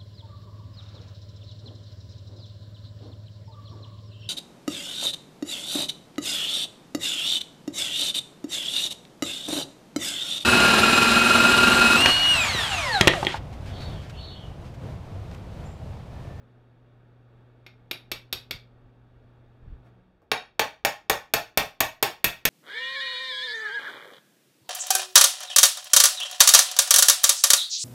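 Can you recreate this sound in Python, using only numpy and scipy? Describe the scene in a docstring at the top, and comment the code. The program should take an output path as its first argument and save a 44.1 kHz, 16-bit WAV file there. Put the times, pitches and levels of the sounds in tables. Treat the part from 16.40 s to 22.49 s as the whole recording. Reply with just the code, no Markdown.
"""A mains hum and room air fill a small workshop; a hammer lightly taps a steel gear shaft five times.
The hands shift on the case with dull bumps; the hum sinks under a brief low drone.
Ten firm blows then drive a shift rod into the cast gearbox case.
Each strike sums a shaped noise clank, decaying sines for case and steel, and a diffuse noise echo.
Hum and drone are sines; air and hands are coloured noise. The microphone adds narrow dips."""
import sys
import numpy as np
from scipy import signal
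from scipy.fft import rfft, irfft, next_fast_len
from scipy.io import wavfile

SR = 44100
rng = np.random.default_rng(int(sys.argv[2]) if len(sys.argv) > 2 else 0)


def transcribe(signal):
    """Save signal, clipped to [-1, 1], as a 16-bit WAV file at the path in sys.argv[1]."""
    frames = np.atleast_2d(signal).T
    limited = np.clip(frames, -1, 1)
    pcm = np.round(limited * 32767).astype(np.int16)
    wavfile.write(sys.argv[1], SR, pcm)


N = 268569
T = np.arange(N) / SR
RING_T = T[:SR // 2]

# room air spectrum: (frequency [Hz], relative level [dB])
AIR_COLOUR = [(15, -26), (28, 3.5), (60, -0.5), (250, -4.5), (450, -5), (800, -11.5), (1500, -16),
              (2500, -25), (3600, -26), (4600, -34.5), (5600, -39.5), (7500, -45), (11000, -48),
              (16000, -52.5)]
# mains hum partials: (frequency [Hz], relative level [dB])
HUM_PARTIALS = [(120, 0.5), (240, -19.5), (252, -13), (360, -21.5)]
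# light taps on the gear shaft: (time [s], level [dB], contact bite [dB], free ring of the steel [dB])
TAPS = [(1.2643, -17, -10, -47), (1.5116, -0.5, -2.5, -32.5), (1.7161, 2, 2, -44), (1.9272, 1, 6, -35.5),
        (2.1094, -2.5, 1.5, -47)]
# firm blows on the rod; more thud as it gives way further: (time [s], level [dB], thud [dB])
BLOWS = [(3.9156, 0, -2.5), (4.1941, 0.5, 1.1), (4.4490, -0.1, 2), (4.6974, 0.55, 2), (4.9373, 0.7, 0.5),
         (5.1741, 0.6, 0), (5.4044, 0.4, -0.3), (5.6266, 0.56, -1), (5.8429, 1.8, -8), (6.0526, 1.5, -3)]
# case modes struck through the gear shaft: (frequency [Hz], relative level [dB], t60 [s])
SHAFT_MODES = [(366, -38, .09), (1450, -42, .04), (2160, -32, .04), (2265, -32, .04), (2390, -34, .04),
               (2850, -35, .04), (3460, -34, .05), (3585, -32, .05), (3940, -34, .05), (4700, -35, .05),
               (5450, -32, .04), (6600, -41, .03)]
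# case modes struck through the rod: (frequency [Hz], relative level [dB], t60 [s])
ROD_MODES = [(440, -25, .07), (502, -35, .1), (578, -33, .1), (634, -33, .11), (727, -33, .09),
             (805, -30, .1), (844, -35, .12), (911, -32, .1), (1072, -25, .08), (1500, -36, .1),
             (1757, -30, .11), (1862, -27, .13), (1938, -35, .12), (2300, -28, .05), (2590, -28, .09),
             (2665, -33, .08), (3160, -32, .08), (3520, -28, .04), (4420, -30, .07), (5290, -26, .03),
             (5900, -30, .04), (6480, -30, .05), (6750, -30, .05), (6885, -33, .08), (8880, -31, .03)]
# dense short-lived modes, via the gear shaft: (frequency [Hz], relative level [dB])
SHAFT_CLANK = [(60, -2.5), (130, -1), (400, 2.5), (900, -3.5), (1850, 1), (2150, 12), (2700, 6.5),
               (3600, 9), (4800, 5.5), (6500, -7.5), (8000, -10), (10500, -12.5), (13100, -0.5),
               (13700, -18), (16000, -18.5)]
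# dense short-lived modes, via the rod: (frequency [Hz], relative level [dB])
ROD_CLANK = [(40, 3), (130, 10.4), (210, 10), (330, 14.9), (700, 18.4), (1300, 14), (2400, 17.6),
             (3600, 11.2), (5500, 8.3), (7500, 4.1), (9500, 4.6), (11500, 3.4), (13200, 4.1), (14100, 11.8),
             (15000, 1)]
# hammer head's own notes: (frequency [Hz], relative level [dB], t60 [s])
HAMMER_NOTES = [(3760, 20, .055), (10460, 0, .16)]
# gear shaft's own notes: (frequency [Hz], relative level [dB], t60 [s])
SHAFT_NOTES = [(11950, 0, .03)]
# rod's own notes: (frequency [Hz], relative level [dB], t60 [s])
ROD_NOTES = [(12330, 0, .035), (14150, -15, .1), (15350, -9, .025)]
# workshop echo: (frequency [Hz], relative level [dB], t60 before the linger factor [s])
ROOM_ECHO = [(101, 3.5, 0.26), (344, -5.5, 0.24), (760, -0.5, 0.29), (1970, -3.5, 0.3), (3730, -4, 0.29),
             (7800, -6.5, .23), (14000, -12.5, 0.22)]
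# dull bumps of the hands on the case: (time [s], bell sigma [s], level [dB])
BUMPS = [(2.149, 0.016, -42.5), (3.286, .045, -46), (3.34, 0.026, -45.5)]
# spectra of the hand sounds: (frequency [Hz], relative level [dB])
BUMP_COLOUR = [(12, -15.5), (25, -0.5), (50, 3.5), (110, -3.5), (250, -18.5), (600, -37.5),
               (3000, -46.5), (10000, -80)]
BRUSH_COLOUR = [(200, -4), (600, 4), (1600, -4), (4000, -20), (9000, -30), (16000, -35)]
TOUCH_COLOUR = [(150, -7), (650, 4), (1400, -13), (3000, -28), (9000, -39)]
# microphone dips: (frequency [Hz], gain at the dip's centre [dB])
DIP_GAIN = [(1000, -25), (7100, -24), (8100, -3.5), (10200, -12)]

# the room air sinks with the hum
AIR_DB, AIR_DROP_DB = -60, -6
HUM_DB, HUM_DROP_DB, HUM_OFF_S, HUM_FADE_S = -57, -21, 3.53, 0.26
DRONE_HZ, DRONE_DB, DRONE_FROM_S, DRONE_TO_S, DRONE_FADE_S = 184, -64, 3.38, 3.86, 0.17
# the gear shaft clangs more with every tap; the hammer head rings below the shaft
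TAP_THUD_DB, TAP_CLANG_DB, CLANG_DB_PER_TAP, HAMMER_UNDER_SHAFT_DB = 1.5, -4.5, 1.57, -13
# share of clank and echo power that repeats from strike to strike
REPEAT_SHARE = 0.38
# grip shift between the runs; lengths are bell sigmas
REGRIP_S, REGRIP_LENGTH_S, REGRIP_DB, REGRIP_UNEVEN_DB = 2.9, 0.53, -61, 4.5
BRUSH_S, BRUSH_LENGTH_S, BRUSH_DB = 3.47, .021, -61
TOUCH_S, TOUCH_T60_S, TOUCH_DB = 3.819, .2, -57.5
# the rod's play shrinks by 1 / e in this many blows
SEATING_BLOWS = 1.08
# (on the seated rod [dB], added by full play [dB])
ROD_CLANG_DB, ROD_BITE_DB, ROD_HAMMER_DB = (2, -3), (2.5, -13), (-70, 32)
# rod notes: final level, lack at the first blow, blows for that lack to shrink by 1 / e
ROD_NOTES_DB, ROD_MUTED_DB, RING_UP_BLOWS = -12.5, -38, 2.4
# dips at multiples of DIP_HZ; width grows with the multiple to the power DIP_WIDENING
DIP_HZ, DIP_COUNT, DIP_WIDTH_HZ, DIP_WIDENING = 1017, 10, 72, .7
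TOP_HZ = 15750


def undb(db):
    """Decibels to amplitude gain."""
    return 10 ** (np.asarray(db) / 20)


def unit(x):
    """Scale to an energy of one."""
    return x / np.sqrt(np.sum(x ** 2))


def fade(t60_s):
    """Exponential decay over one ring, 60 dB down at t60."""
    return np.exp(-np.log(1000) * RING_T / t60_s)


def ramp(start_s, length_s):
    """Straight rise from zero to one."""
    return np.clip((T - start_s) / length_s, 0, 1)


def bell(middle_s, sigma_s):
    """Gaussian swell around one moment."""
    return np.exp(-.5 * ((T - middle_s) / sigma_s) ** 2)


def walk(rate_hz):
    """Slow random curve: normal draws at rate_hz, joined by straight lines."""
    points = N // 100
    return np.interp(T * rate_hz, np.arange(points), rng.standard_normal(points))


def colour(x, points):
    """Causal minimum-phase filter through (frequency [Hz], gain [dB]) points."""
    size = 2 * next_fast_len(len(x))
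    hz, db = np.transpose(points)
    log_hz = np.log(np.fft.rfftfreq(size, 1 / SR) + 1)
    log_gain = np.log(undb(np.interp(log_hz, np.log(hz), db)))
    # folding the cepstrum makes the response causal
    cepstrum = irfft(log_gain)
    cepstrum[1:size // 2] *= 2
    cepstrum[size // 2 + 1:] = 0
    response = np.exp(rfft(cepstrum))
    return irfft(rfft(x, size) * response)[:len(x)]


def noise(points):
    """Coloured noise with an rms of one."""
    return unit(colour(rng.standard_normal(N), points)) * np.sqrt(N)


def room_air(gone):
    """Coloured noise with a wavering level that sinks as gone rises."""
    return noise(AIR_COLOUR) * undb(AIR_DB + AIR_DROP_DB * gone + .6 * walk(6))


def mains_hum(gone):
    """Sines wavering in level and phase, sinking as gone rises."""
    hum = np.zeros(N)
    for hz, db in HUM_PARTIALS:
        level = undb(db + .8 * walk(5))
        hum += level * np.sin(2 * np.pi * hz * T + hz / 900 * walk(4))
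    return np.sqrt(2) * hum * undb(HUM_DB + HUM_DROP_DB * gone)


def low_drone():
    """One brief low sine with straight fades."""
    swell = ramp(DRONE_FROM_S, DRONE_FADE_S) - ramp(DRONE_TO_S - DRONE_FADE_S, DRONE_FADE_S)
    return np.sqrt(2) * undb(DRONE_DB) * swell * np.sin(2 * np.pi * DRONE_HZ * T)


def background():
    """Air and hum that sink together, with the drone around that moment."""
    gone = ramp(HUM_OFF_S, HUM_FADE_S)
    return room_air(gone) + mains_hum(gone) + low_drone()


def gear_taps():
    """Taps as (time [s], level, thud, clang, bite, hammer ring, shaft ring [dB])."""
    rows = []
    for k, (s, level_db, bite_db, ring_db) in enumerate(TAPS):
        clang_db = TAP_CLANG_DB + CLANG_DB_PER_TAP * k
        hammer_db = ring_db + HAMMER_UNDER_SHAFT_DB
        rows.append((s, level_db, TAP_THUD_DB, clang_db, bite_db, hammer_db, ring_db))
    return rows


def burst(grain, t60_s, spread):
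    """Short shock: noise phases with a flat spectrum, then a slow fade."""
    phase = np.angle(rfft(grain * spread * fade(t60_s)))
    return unit(irfft(np.exp(1j * phase), len(grain)) * fade(10 * t60_s))


def ring(modes):
    """Decaying sines; each strike scatters their levels, pitches and signs anew."""
    hz, db, t60_s = np.transpose(modes)[:, :, None]
    scatter_db, detune, sign = rng.standard_normal((3, len(modes), 1))
    waves = np.sign(sign) * np.sin(2 * np.pi * hz * (1 + .001 * detune) * RING_T)
    return np.sum(undb(db + scatter_db) * fade(t60_s) * waves, axis=0)


def workshop(grain, gap_s, build_s, linger):
    """Diffuse echo of case, bench and walls: noise bands build up after a gap and decay."""
    hz, db, t60_s = np.transpose(ROOM_ECHO)
    log_hz = np.log(np.fft.rfftfreq(len(grain), 1 / SR) + 1)
    white = rfft(grain)
    build = 1 - np.exp(-np.maximum(RING_T - gap_s, 0) / build_s)
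    echo = np.zeros(len(grain))
    for pick, band_db, band_t60_s in zip(np.eye(len(hz)), db, t60_s):
        band = irfft(white * np.interp(log_hz, np.log(hz), pick), len(grain))
        echo += undb(band_db) * band * unit(build * fade(linger * band_t60_s))
    return echo


def strike(rows, modes, clank, notes, clank_t60_s, spread_s, modes_db, echo_db, linger):
    """Hammer strikes on a shaft: dense clank, case modes, notes of the steel and room echo."""
    out = np.zeros(N + len(RING_T))
    usual = rng.standard_normal((2, len(RING_T)))
    # the shock takes a moment to spread from the shaft through the case
    spread = 1 - np.exp(-RING_T / spread_s)
    for s, level_db, thud_db, clang_db, bite_db, hammer_db, shaft_db in rows:
        # hand and hammer move between strikes, so clank and echo only partly repeat
        fresh = rng.standard_normal(usual.shape)
        clank_grain, echo_grain = np.sqrt(REPEAT_SHARE) * usual + np.sqrt(1 - REPEAT_SHARE) * fresh
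        case = colour(burst(clank_grain, clank_t60_s, spread), clank)
        case = case + undb(modes_db) * spread * ring(modes)
        # a shaft that gives way thuds; a hard, square contact bites and also shakes the bench
        case = colour(case, [(90, bite_db), (250, 0.0019), (500, thud_db), (1000, thud_db),
                             (1800, 0.0064), (2700, 0.0027), (3600, clang_db), (5500, clang_db),
                             (8000, bite_db)])
        steel = undb(hammer_db) * ring(HAMMER_NOTES) + undb(shaft_db) * ring(notes)
        blow = undb(level_db) * (case + steel)
        room = workshop(echo_grain, gap_s=.004, build_s=0.0057, linger=linger)
        echo = signal.fftconvolve(blow, room)[:len(blow)]
        start = int(s * SR)
        out[start:start + len(blow)] += blow + undb(echo_db) * echo
    return out[:N]


def grip_bumps():
    """Low noise pushed by short bells and one long uneven rumble as the grip changes."""
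    push = bell(REGRIP_S, REGRIP_LENGTH_S) * undb(REGRIP_DB + REGRIP_UNEVEN_DB * walk(27))
    for s, sigma_s, db in BUMPS:
        push += undb(db) * bell(s, sigma_s)
    return push * noise(BUMP_COLOUR)


def finger_brush():
    """Fingers brush along the rod: one short swell of noise."""
    return undb(BRUSH_DB) * bell(BRUSH_S, BRUSH_LENGTH_S) * noise(BRUSH_COLOUR)


def finger_touch():
    """A fingertip lands on the rod: dull noise with a sudden start and exponential decay."""
    decay = np.exp(-np.log(1000) * np.abs(T - TOUCH_S) / TOUCH_T60_S)
    return undb(TOUCH_DB) * (T > TOUCH_S) * decay * noise(TOUCH_COLOUR)


def rod_blows():
    """Blows in the form of gear_taps: as the rod seats, it bites harder and its notes come out."""
    rows = []
    for k, (s, level_db, thud_db) in enumerate(BLOWS):
        play = np.exp(-k / SEATING_BLOWS)
        clang_db, bite_db, hammer_db = (seated + loose * play for seated, loose
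                                        in (ROD_CLANG_DB, ROD_BITE_DB, ROD_HAMMER_DB))
        notes_db = ROD_NOTES_DB + ROD_MUTED_DB * np.exp(-k / RING_UP_BLOWS)
        rows.append((s, level_db, thud_db, clang_db, bite_db, hammer_db, notes_db))
    return rows


def scene():
    """Background, taps, hands and blows; the taps die away a little sooner than the blows."""
    taps = strike(gear_taps(), SHAFT_MODES, SHAFT_CLANK, SHAFT_NOTES, clank_t60_s=0.036,
                  spread_s=.00015, modes_db=-1.0, echo_db=-2.5, linger=0.82)
    hands = grip_bumps() + finger_brush() + finger_touch()
    blows = strike(rod_blows(), ROD_MODES, ROD_CLANK, ROD_NOTES, clank_t60_s=0.043,
                   spread_s=0.00018, modes_db=-0.5, echo_db=-0.57, linger=0.9)
    return (background() + taps + hands + blows)[None]


def record(dry):
    """Microphone: a row of narrow dips, then a steep low-pass at TOP_HZ."""
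    dip_hz, dip_db = np.transpose(DIP_GAIN)
    for k in range(1, DIP_COUNT + 1):
        hz, width_hz = k * DIP_HZ, DIP_WIDTH_HZ * k ** DIP_WIDENING
        band = signal.lfilter(*signal.iirpeak(hz, hz / width_hz, fs=SR), dry)
        dry = dry - (1 - undb(np.interp(hz, dip_hz, dip_db))) * band
    low_pass = signal.ellip(10, .2, 80, TOP_HZ, fs=SR, output="sos")
    return signal.sosfilt(low_pass, dry)


dry = scene()
out = record(dry)
transcribe(out)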